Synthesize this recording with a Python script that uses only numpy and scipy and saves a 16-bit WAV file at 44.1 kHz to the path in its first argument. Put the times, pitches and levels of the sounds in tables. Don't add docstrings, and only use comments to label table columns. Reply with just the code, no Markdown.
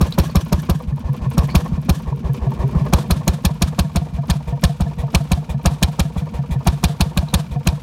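import sys
import numpy as np
from scipy import signal
from scipy.fft import rfft, irfft, next_fast_len
from scipy.io import wavfile

SR = 44100
rng = np.random.default_rng(int(sys.argv[2]) if len(sys.argv) > 2 else 0)


def generate_wav(sig):
    pcm = np.round(np.clip(np.atleast_2d(sig).T, -1, 1) * 32767).astype(np.int16)
    wavfile.write(sys.argv[1], SR, pcm)


def decibels_to_gain(level_db):
    exponent = np.asarray(level_db, float) / 20
    return 10 ** exponent


N = 344862

# (time [s], fired 1 or missed -1, pop [dB], hiss [dB], bark [dB])
PORT_OPENINGS = [(0.0097, 1, -2.5, -22, -19.5), (0.1821, 1, -2, -18, -17), (0.3533, 1, -1.5, -20, -20),
                 (0.5233, 1, -3.5, -25, -20.5), (0.6929, 1, -4, -24.5, -20.5),
                 (0.8638, -1, -19.5, -53, -59), (1.0347, -1, -22, -70, -45), (1.2056, -1, -40, -67, -31),
                 (1.3765, 1, -1.5, -23.5, -21), (1.5484, 1, -0.5, -16, -18), (1.7191, 1, -9, -57, -37.5),
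                 (1.8898, 1, -2, -22, -20.5), (2.0624, -1, -20, -54, -25.5), (2.2351, -1, -17, -54, -26.5),
                 (2.4077, -1, -40, -61, -27), (2.5804, -1, -27, -48, -26), (2.753, 1, -4.5, -54, -30),
                 (2.9299, 1, -1.5, -18.5, -15.5), (3.1028, 1, -4.5, -18, -20), (3.2751, 1, -4.5, -19, -21),
                 (3.4464, 1, -4.5, -17.5, -23), (3.6171, 1, -5.5, -19, -22.5), (3.7868, 1, -5, -20.5, -22),
                 (3.9561, 1, -6, -24, -23), (4.1258, -1, -17.4, -50, -64), (4.2955, 1, -5, -19.5, -23),
                 (4.4652, -1, -21, -45.5, -29.5), (4.635, 1, -2.5, -18.5, -20.5),
                 (4.8037, 1, -6.5, -30, -25.5), (4.974, -1, -16, -41, -29), (5.1443, 1, -4, -20.5, -18.5),
                 (5.3139, 1, -4.5, -21, -23), (5.4843, -1, -17.5, -42, -29.5),
                 (5.6547, 1, -3.5, -16, -17.5), (5.8236, 1, -4, -17.5, -20.5),
                 (5.9919, 1, -5.5, -19.5, -20.5), (6.1609, 1, -10.5, -40, -31),
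                 (6.3299, -1, -24, -44.5, -26), (6.4988, -1, -13.5, -38.5, -25),
                 (6.6678, 1, -3, -18, -17.5), (6.8357, 1, -4.5, -15.5, -21), (7.0028, 1, -4.5, -17.5, -21),
                 (7.1693, 1, -5.5, -23, -25), (7.3356, 1, -5, -18.5, -23), (7.5015, -1, -22, -46, -42),
                 (7.6674, 1, -4.5, -19, -21.5)]
# (frequency [Hz], struck at port [dB], struck at valve [dB], extra at flank [dB], t60 [s])
IRON_MODES = [(473.5, -8.5, -8.5, 8, 0.15), (686.5, 21.5, -12, -36, 0.074), (940, 1.5, 0.5, -2.5, 0.061),
              (1067, -52, -11, 0, 0.028), (1178, -18, -14, 8, 0.073), (1730, -5, -26, -8, .05),
              (2390, -11, -35, -2, 0.025), (3900, -25, -25, 3, 0.049)]
# (frequency [Hz], density [dB per Hz])
BLAST_FLANK_SPECTRUM = [(760, -73), (1300, -19), (1510, -14), (1800, 0), (2020, -26), (2630, -30),
                        (2890, -36.5), (4440, 8), (5480, 40.5), (7590, -6), (12200, 15.5), (16000, 3)]
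BLAST_MOUTH_SPECTRUM = [(760, -2), (1300, -23), (1730, -2.5), (1960, -23.5), (2340, -1), (2920, -7.5),
                        (4260, 4), (4630, 2), (6760, -1.5), (7750, -12.5), (8890, -9), (14000, -31),
                        (16000, -73)]
# (frequency [Hz], width [Hz], level [dB])
BARK_FLANK_PEAKS = [(335.6, 43, 5.5), (595, 37, 2), (803, 31, -26.5), (1125, 148, -1)]
BARK_MOUTH_PEAKS = [(300, 48, -12.5), (541, 11, 6.5), (690, 34, 6), (950, 214, -2), (1290, 390, -36)]
# (time [s], rumble [dB], rush [dB], hiss [dB])
WALK_AIR = [(0, -27, -35.5, -40.5), (.9, -34, -38.5, -50.5), (1.5, -27, -31.5, -42), (2.1, -33, -43, -48.5),
            (2.8, -26, -30, -43), (3.4, -33, -39, -45.5), (7.82, -34.5, -39.5, -45)]
# (time after port opens [ms], rush [dB], hiss [dB])
BREATHING_CYCLE = [(0, -14.5, -23), (13.1, -2, -4), (43, -1.5, 0), (55.6, 1.5, -6), (83, -17, -12.5),
                   (99.7, -11, -4.5), (114.6, 2.5, -45), (131, -8.5, -1.5), (153, -8.5, -12.5),
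                   (167, -7, -23.5), (179, 7, 26)]
# (frequency [Hz], density [dB per Hz])
RUMBLE_SPECTRUM = [(18, -33), (30, -34), (59, 2.5), (102, -2.5), (151, 0.5), (219, -0.5), (287, -14.5),
                   (330, -64), (430, -30), (730, -120)]
HISS_SPECTRUM = [(820, -14), (1400, 2), (1810, -10), (2150, -4.5), (2380, 1.5), (2580, -3), (5060, -10),
                 (5770, -11), (8000, -17.5), (11800, -23), (16000, -28)]
# (frequency [Hz], width [Hz], level [dB])
RUSH_FLANK_PEAKS = [(347, 79, -1), (603, 63, -0.5), (805, 86, -2.5), (1069, 84, 1.5), (1220, 104, -15.5),
                    (1746, 150, -12.5)]
RUSH_MOUTH_PEAKS = [(325, 92, -6), (485, 10, 11.5), (655, 130, 1.5), (932, 26, 6.5), (1110, 62, -20),
                    (1340, 170, -22)]
# (delay [ms], t60 of the blur [ms], at flank [dB], at mouth [dB])
ECHOES = [(7.94, 510, -26.5, -21.5), (49, 124, -15, -33)]
# (frequency [Hz], density [dB per Hz])
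ECHO_FLANK_SPECTRUM = [(760, -41), (1300, -16), (1690, 2.5), (2020, -16), (3080, -6), (5370, -14.5),
                       (5840, -6.5), (6350, -12), (13200, -19.5), (16000, -29)]
ECHO_MOUTH_SPECTRUM = [(760, -33), (1300, -1.5), (1460, -6), (1690, -3), (2060, -11.5), (3600, -4.5),
                       (4780, -10), (8980, -13.5), (13700, -21.5), (16000, -32)]
# (frequency [Hz], width [Hz], level [dB])
CHUFF_PEAKS = [(1900, 75, -4), (2400, 99, -2), (3400, 260, -7), (3900, 510, -12), (6300, 3400, -18.5),
               (11100, 7900, -22)]
# (time [s], frequency [Hz], level [dB], length [ms])
CHIRP_EVENTS = [(.123, 4040, -27, 11.4), (.135, 4200, -40.5, 16), (.235, 5870, -48, 14),
                (.298, 4300, -40, 28), (.406, 5900, -38, 18), (1.328, 8660, -48, 22),
                (1.488, 2400, -33, 27), (1.498, 4380, -38.5, 39), (7.283, 3970, -41, 33),
                (7.27, 2670, -54, 31)]
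# (time [s], share [0-1])
FACING_MOUTH = [(0, 0.33), (2.6, 0.36), (4.0, 0.7), (7.82, 0.65)]
# (time [s], level [dB])
HOLLOW_LEVEL = [(2.0, -51), (2.3, -42.5), (2.75, -37), (2.95, -55)]

ROUND_THE_HEAD_S = (2.78, 2.92)
SHUT_TURN, CLAP_TURN = (0.337, 0.349), 0.626
WEAK_BELOW_HISS_DB = -35


def in_time(rows):
    s, *values = np.transpose(rows)
    return [np.interp(np.arange(N) / SR, s, c) for c in values]


def columns(rows):
    rows = np.array(rows, float)
    return [rows[:, 0], *rows[:, 1:].T[:, :, None]]


def between(pair, share):
    return pair[0] + (pair[1] - pair[0]) * share


def blend(facing, flank, mouth):
    return np.sqrt(1 - facing) * flank + np.sqrt(facing) * mouth


def scatter(s):
    return 2.0 * rng.standard_normal((len(s), 1))


def coloured(spectrum):
    hz, db = np.transpose(spectrum)
    size = next_fast_len(N)
    grid_hz = np.maximum(np.arange(size // 2 + 1) * SR / size, 1)
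    gain = decibels_to_gain(np.interp(np.log(grid_hz), np.log(hz), db, left=-90, right=-90))
    out = irfft(rfft(rng.standard_normal(size)) * gain, size)[:N]
    return out / out.std()


def resonant(peaks):
    white, out = rng.standard_normal(N), 0
    for k, (hz, width_hz, db) in enumerate(peaks):
        r = np.exp(-np.pi * width_hz / SR)
        poles = [1, -2 * r * np.cos(2 * np.pi * hz / SR), r * r]
        out = out + (-1) ** k * decibels_to_gain(db) * signal.lfilter([1 - r * r, 0, r * r - 1], poles, white)
    return out / out.std()


def flicker(rate_hz, spread_db):
    steps = rng.standard_normal(int(N / SR * 1000) + 2)
    return decibels_to_gain(spread_db * np.interp(np.arange(N) / SR * rate_hz, np.arange(len(steps)), steps))


def place(starts, shape):
    t = np.arange(SR // 4)[None] / SR
    at = np.round(np.asarray(starts) * SR).astype(int)[:, None] + np.arange(SR // 4)
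    out = np.zeros(N + 2 * SR)
    np.add.at(out, at, np.broadcast_to(shape(t), at.shape))
    return out[:N]


def swell(t, rise_s, t60_s):
    return (1 - np.exp(-t / rise_s)) * decibels_to_gain(-60 * t / t60_s)


def surge(t, hz, peak_s, steep):
    return -(t / peak_s * np.exp(1 - t / peak_s)) ** steep * np.cos(2 * np.pi * hz * t)


def turns():
    s, fired, pop_db, hiss_db, bark_db = columns(PORT_OPENINGS)
    fired = 1.0 * (fired > 0)
    heat_at_start, heat_kept = 0.65, 0.46
    charge = fired * np.clip(2.5 + (hiss_db - 2) / 33, 0, 1)
    heat = signal.lfilter([1 - heat_kept], [1, -heat_kept], charge, axis=0,
                          zi=[[heat_kept * heat_at_start]])[0]
    hard_db, softness_db = -26.5, 5.5
    hard = fired / (1 + np.exp((hard_db - hiss_db) / softness_db))
    length = np.diff(s, append=2 * s[-1] - s[-2])
    return s, length, fired, heat, hard, np.interp(s, ROUND_THE_HEAD_S, [0, 1])[:, None]


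def knock_rows():
    s, turn, fired, heat, hard, side = turns()
    coming = np.append(fired[1:], fired[-1:], axis=0)
    early_s = np.where(side < 1, 0.031, between((0.0084, 0.0133), coming))
    knock_db = between((-23.5, -24.5), side) + between((-6.5, -40), side) * hard
    relight_db, starve_db = 8, -1
    change_db = side * (relight_db * coming * (1 - fired) + starve_db * fired * (1 - coming))
    return s + turn - early_s[:, 0], knock_db, between((-49, -51.5), side) + change_db


def air(facing, rumble_db, rush_db, hiss_db):
    now, opened = np.arange(N) / SR, np.array(PORT_OPENINGS)[:, 0]
    last = np.searchsorted(opened, now) - 1
    since_ms = 1000 * np.where(last < 0, now - opened[0] + 0.169, now - opened[last])
    ms, rush_turn_db, hiss_turn_db = np.transpose(BREATHING_CYCLE)
    rush_gain = decibels_to_gain(rush_db + np.interp(since_ms, ms, rush_turn_db)) * flicker(30, 3.0)
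    hiss_gain = decibels_to_gain(hiss_db + np.interp(since_ms, ms, hiss_turn_db)) * flicker(60, 1.7)
    rush = rush_gain * blend(facing, resonant(RUSH_FLANK_PEAKS), resonant(RUSH_MOUTH_PEAKS))
    hiss = hiss_gain * coloured(HISS_SPECTRUM)
    return decibels_to_gain(rumble_db) * coloured(RUMBLE_SPECTRUM) + rush + hiss


def hollow_tone():
    s, db = np.transpose(HOLLOW_LEVEL)
    level = decibels_to_gain(np.interp(np.arange(N) / SR, s, db, left=-99, right=-99))
    return level * resonant([(393, 19, 0)]) * flicker(25.0, 2.3)


def yard(jet, facing):
    power, t = 0, np.arange(SR // 5) / SR
    for delay_ms, blur_ms, flank_db, mouth_db in ECHOES:
        blur = np.append(np.zeros(int(delay_ms * SR / 1000)), swell(t, 0.0024, blur_ms / 1000) ** 2)
        sent = jet * decibels_to_gain(between((flank_db, mouth_db), facing))
        power = power + signal.fftconvolve(sent ** 2, blur / blur.sum())[:N]
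    side = np.interp(np.arange(N) / SR, ROUND_THE_HEAD_S, [0, 1])
    hiss = blend(side, coloured(ECHO_FLANK_SPECTRUM), coloured(ECHO_MOUTH_SPECTRUM))
    bark = blend(facing, resonant(BARK_FLANK_PEAKS), resonant(BARK_MOUTH_PEAKS))
    return np.sqrt(np.maximum(power, 0)) * (hiss + decibels_to_gain(0.5) * bark) * flicker(70, 3.1)


def chirps():
    s, hz, db, ms = columns(CHIRP_EVENTS)
    wobble = np.cumsum(rng.standard_normal((len(s), SR // 4)), axis=1) * 0.2

    def ring(t):
        envelope = swell(t, 0.00059, 0.44) * np.exp(-(1000 * t / ms) ** 3)
        return decibels_to_gain(db) * envelope * np.sin(2 * np.pi * hz * t + wobble)

    return place(s, ring) * flicker(400, 5.0)


def puffs(facing):
    opened, turn, fired, heat, hard, side = turns()
    knocked, knock_db, knock_puff_db = knock_rows()
    s = np.append(opened + CLAP_TURN * turn, knocked)
    db = np.append(between((-46, -52.5), side), knock_puff_db, axis=0) + scatter(s)
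    soft = place(s - 0.004, lambda t: decibels_to_gain(db + 7.0) * swell(t, 0.0054, 0.11)) * coloured(HISS_SPECTRUM)
    sharp = place(s - 0.011, lambda t: decibels_to_gain(db + 8) * swell(t, 0.00089, 0.028))
    return soft + (1 - facing) * sharp * resonant([(11800, 4000, 0)])


def iron(facing):
    opened, turn, fired, heat, hard, side = turns()
    clank_db = between((-28, -32.5), side) + between((-12, -2), side) * heat + scatter(opened)
    clap_db = -30 - 7.5 * hard + scatter(opened)
    blows = [(opened + turn * between(SHUT_TURN, side[:, 0]), clank_db),
             (opened + turn * CLAP_TURN, clap_db)]
    out = np.zeros(N)
    for hz, port_db, valve_db, flank_db, t60_s in IRON_MODES:
        ringing = 0
        for (s, blow_db), spot_db in zip(blows, (port_db, valve_db)):
            chance = rng.standard_normal((len(s), 3))
            level = decibels_to_gain(blow_db + spot_db + 0.5 + 3.4 * chance[:, :1])
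            pitch_hz, phase = hz * (1 + 0.02 * chance[:, 1:2]), 2 * chance[:, 2:]
            ringing = ringing + place(s, lambda t: level * swell(t, 0.0041, t60_s)
                                      * np.sin(2 * np.pi * pitch_hz * t + phase))
        out += decibels_to_gain(flank_db * (1 - facing)) * ringing * flicker(170, 4.0)
    return out


def knocks():
    s, knock_db, puff_db = knock_rows()
    knock_db = knock_db + scatter(s)
    return place(s, lambda t: decibels_to_gain(knock_db) * surge(t, 226.6, 0.0051, 0.48))


def pipe_ring():
    s, turn, fired, heat, hard, side = turns()
    pop_db, hiss_db = columns(PORT_OPENINGS)[2:4]
    s = s + turn * between(SHUT_TURN, side[:, 0])
    hz = between((135.7, 155.3), heat)
    delayed = (side == 0) & (hiss_db > -22.3)
    ring_db = np.where(delayed, -41, between((-11.5, -16), 1 - (1 - heat) ** 2))
    late_db = np.where(delayed, -17, between((-18, -21), heat))
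    hold_s = between((0.044, 0.039), side)

    def ring_shape(t):
        envelope = swell(t, 0.0054, 0.23) * (0.32 + np.exp(-(t / hold_s) ** 2.0))
        return decibels_to_gain(ring_db + 4.5) * envelope * np.sin(2 * np.pi * hz * t * (1.02 - 0.5 * t))

    ring = place(s, ring_shape)
    lead = place(s - 0.017, lambda t: fired * decibels_to_gain(pop_db - 16.5) * surge(t, hz, 0.0036, 4.3))
    late = place(s + 0.0072, lambda t: decibels_to_gain(late_db) * surge(t, 1.015 * hz, 0.02, 3.0))
    return ring + lead + late


def chuffs(facing):
    weak = [row for row in PORT_OPENINGS if row[3] <= WEAK_BELOW_HISS_DB]
    s, fired, pop_db, hiss_db, bark_db = columns(weak)

    def push(t, length_s):
        return swell(t, 0.017, 0.18) * np.exp(-(t / length_s) ** 4)

    hiss = place(s + 0.006, lambda t: decibels_to_gain(hiss_db + 9.5) * push(t, 0.047)) * resonant(CHUFF_PEAKS)
    rush = place(s + 0.0013, lambda t: (fired < 0) * decibels_to_gain(bark_db + 2.0) * push(t, 0.12))
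    hollow = blend(facing, resonant(RUSH_FLANK_PEAKS), resonant(RUSH_MOUTH_PEAKS))
    return flicker(50, 2.0) * (hiss + rush * hollow)


def blast(facing):
    s, fired, pop_db, hiss_db, bark_db = columns([row for row in PORT_OPENINGS if row[1] > 0])
    side = np.interp(s, ROUND_THE_HEAD_S, [0, 1])[:, None]
    jet_db = np.where(hiss_db > WEAK_BELOW_HISS_DB, hiss_db, -99)
    rise_s, late_s = between((0.003, 0.0011), side), between((0.002, 0.0033), side[:, 0])
    trail_db = between((-4, -8.5), side)
    low_hold_s, high_hold_s = between((0.0097, 0.011), side), between((0.0081, 0.0094), side)
    low_t60_s, high_t60_s = [share * between((0.11, 0.088), side) for share in (0.69, 0.62)]

    def holding(t, hold_s, trail_t60_s):
        held = swell(t, rise_s, 0.59) * np.exp(-(t / hold_s) ** 1.61)
        return held + decibels_to_gain(trail_db) * swell(t, rise_s, trail_t60_s)

    def bark_shape(t):
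        body = swell(t, 0.006, 0.14) * t / (t + 0.0072) * np.exp(-(t / 0.026) ** 2)
        return decibels_to_gain(bark_db + 9.0) * (body + decibels_to_gain(-10.0) * swell(t, 0.0054, 0.12))

    ahead = place(s - 0.009, lambda t: decibels_to_gain(jet_db + 10.5 - 20.5) * swell(t, 0.0051, 0.031))
    low = ahead + place(s + late_s, lambda t: decibels_to_gain(jet_db + 11.0) * holding(t, low_hold_s, low_t60_s))
    high = ahead + place(s + late_s - 0.0003,
                         lambda t: decibels_to_gain(jet_db + 12.5) * holding(t, high_hold_s, high_t60_s))
    eddies = flicker(190, 2.5) * flicker(800, 3.0)
    noise = eddies * blend(facing, coloured(BLAST_FLANK_SPECTRUM), coloured(BLAST_MOUTH_SPECTRUM))
    dull = signal.lfilter(*signal.butter(2, 5500, fs=SR), noise)
    bright = signal.lfilter(*signal.butter(2, 5500, "high", fs=SR), noise)
    bark = place(s - 0.005, bark_shape)
    pipe = blend(facing, resonant(BARK_FLANK_PEAKS), resonant(BARK_MOUTH_PEAKS))
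    return low * dull + high * bright + bark * pipe


def pressure():
    s, turn, fired, heat, hard, side = turns()
    pop_db = columns(PORT_OPENINGS)[2]
    thump_hz = between((63, 71.8), heat)
    pop_hz = 190 * (thump_hz / 78.9) ** 0.94
    fired_thump_db = pop_db - between((3.5, 2.4), side)
    missed_thump_db = -14.5 + 0.52 * side * (pop_db + 16)
    thump_db = np.where(fired, fired_thump_db, missed_thump_db)
    late_s = np.where(fired, between((0.0048, 0.01084), heat), between((0.0081, 0.0109), side))[:, 0]
    pop_peak_s, thump_peak_s = np.where(fired > 0, 0.006, 0.0085), np.where(fired > 0, 0.012, 0.015)
    sign = 2 * fired - 1
    pop = place(s, lambda t: decibels_to_gain(pop_db - 1.5) * surge(t, pop_hz, pop_peak_s, 1.66))
    thump = place(s + late_s, lambda t: sign * decibels_to_gain(thump_db + 1.0) * surge(t, thump_hz, thump_peak_s, 2.84))
    leak = place(s - 0.0045, lambda t: decibels_to_gain(pop_db - 11.5) * np.sin(2 * np.pi * 330 * t)
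                 * decibels_to_gain(-60 * t / 0.0045))
    return pop + thump + leak


def scene():
    facing = np.clip(in_time(FACING_MOUTH)[0], 0, 1)
    jet = blast(facing)
    background = air(facing, *in_time(WALK_AIR)) + hollow_tone() + yard(jet, facing)
    mechanics = chirps() + puffs(facing) + iron(facing) + knocks()
    exhaust = pipe_ring() + chuffs(facing) + jet + pressure()
    return (background + mechanics + exhaust)[None]


def band_limit(x):
    return signal.sosfilt(signal.butter(12, 16800, fs=SR, output="sos"), x)


def record(dry):
    ceiling, knee = 0.74, 4
    mix = dry / (1 + np.abs(dry / ceiling) ** knee) ** (1 / knee)
    return band_limit(mix)


dry = scene()
out = record(dry)
generate_wav(out)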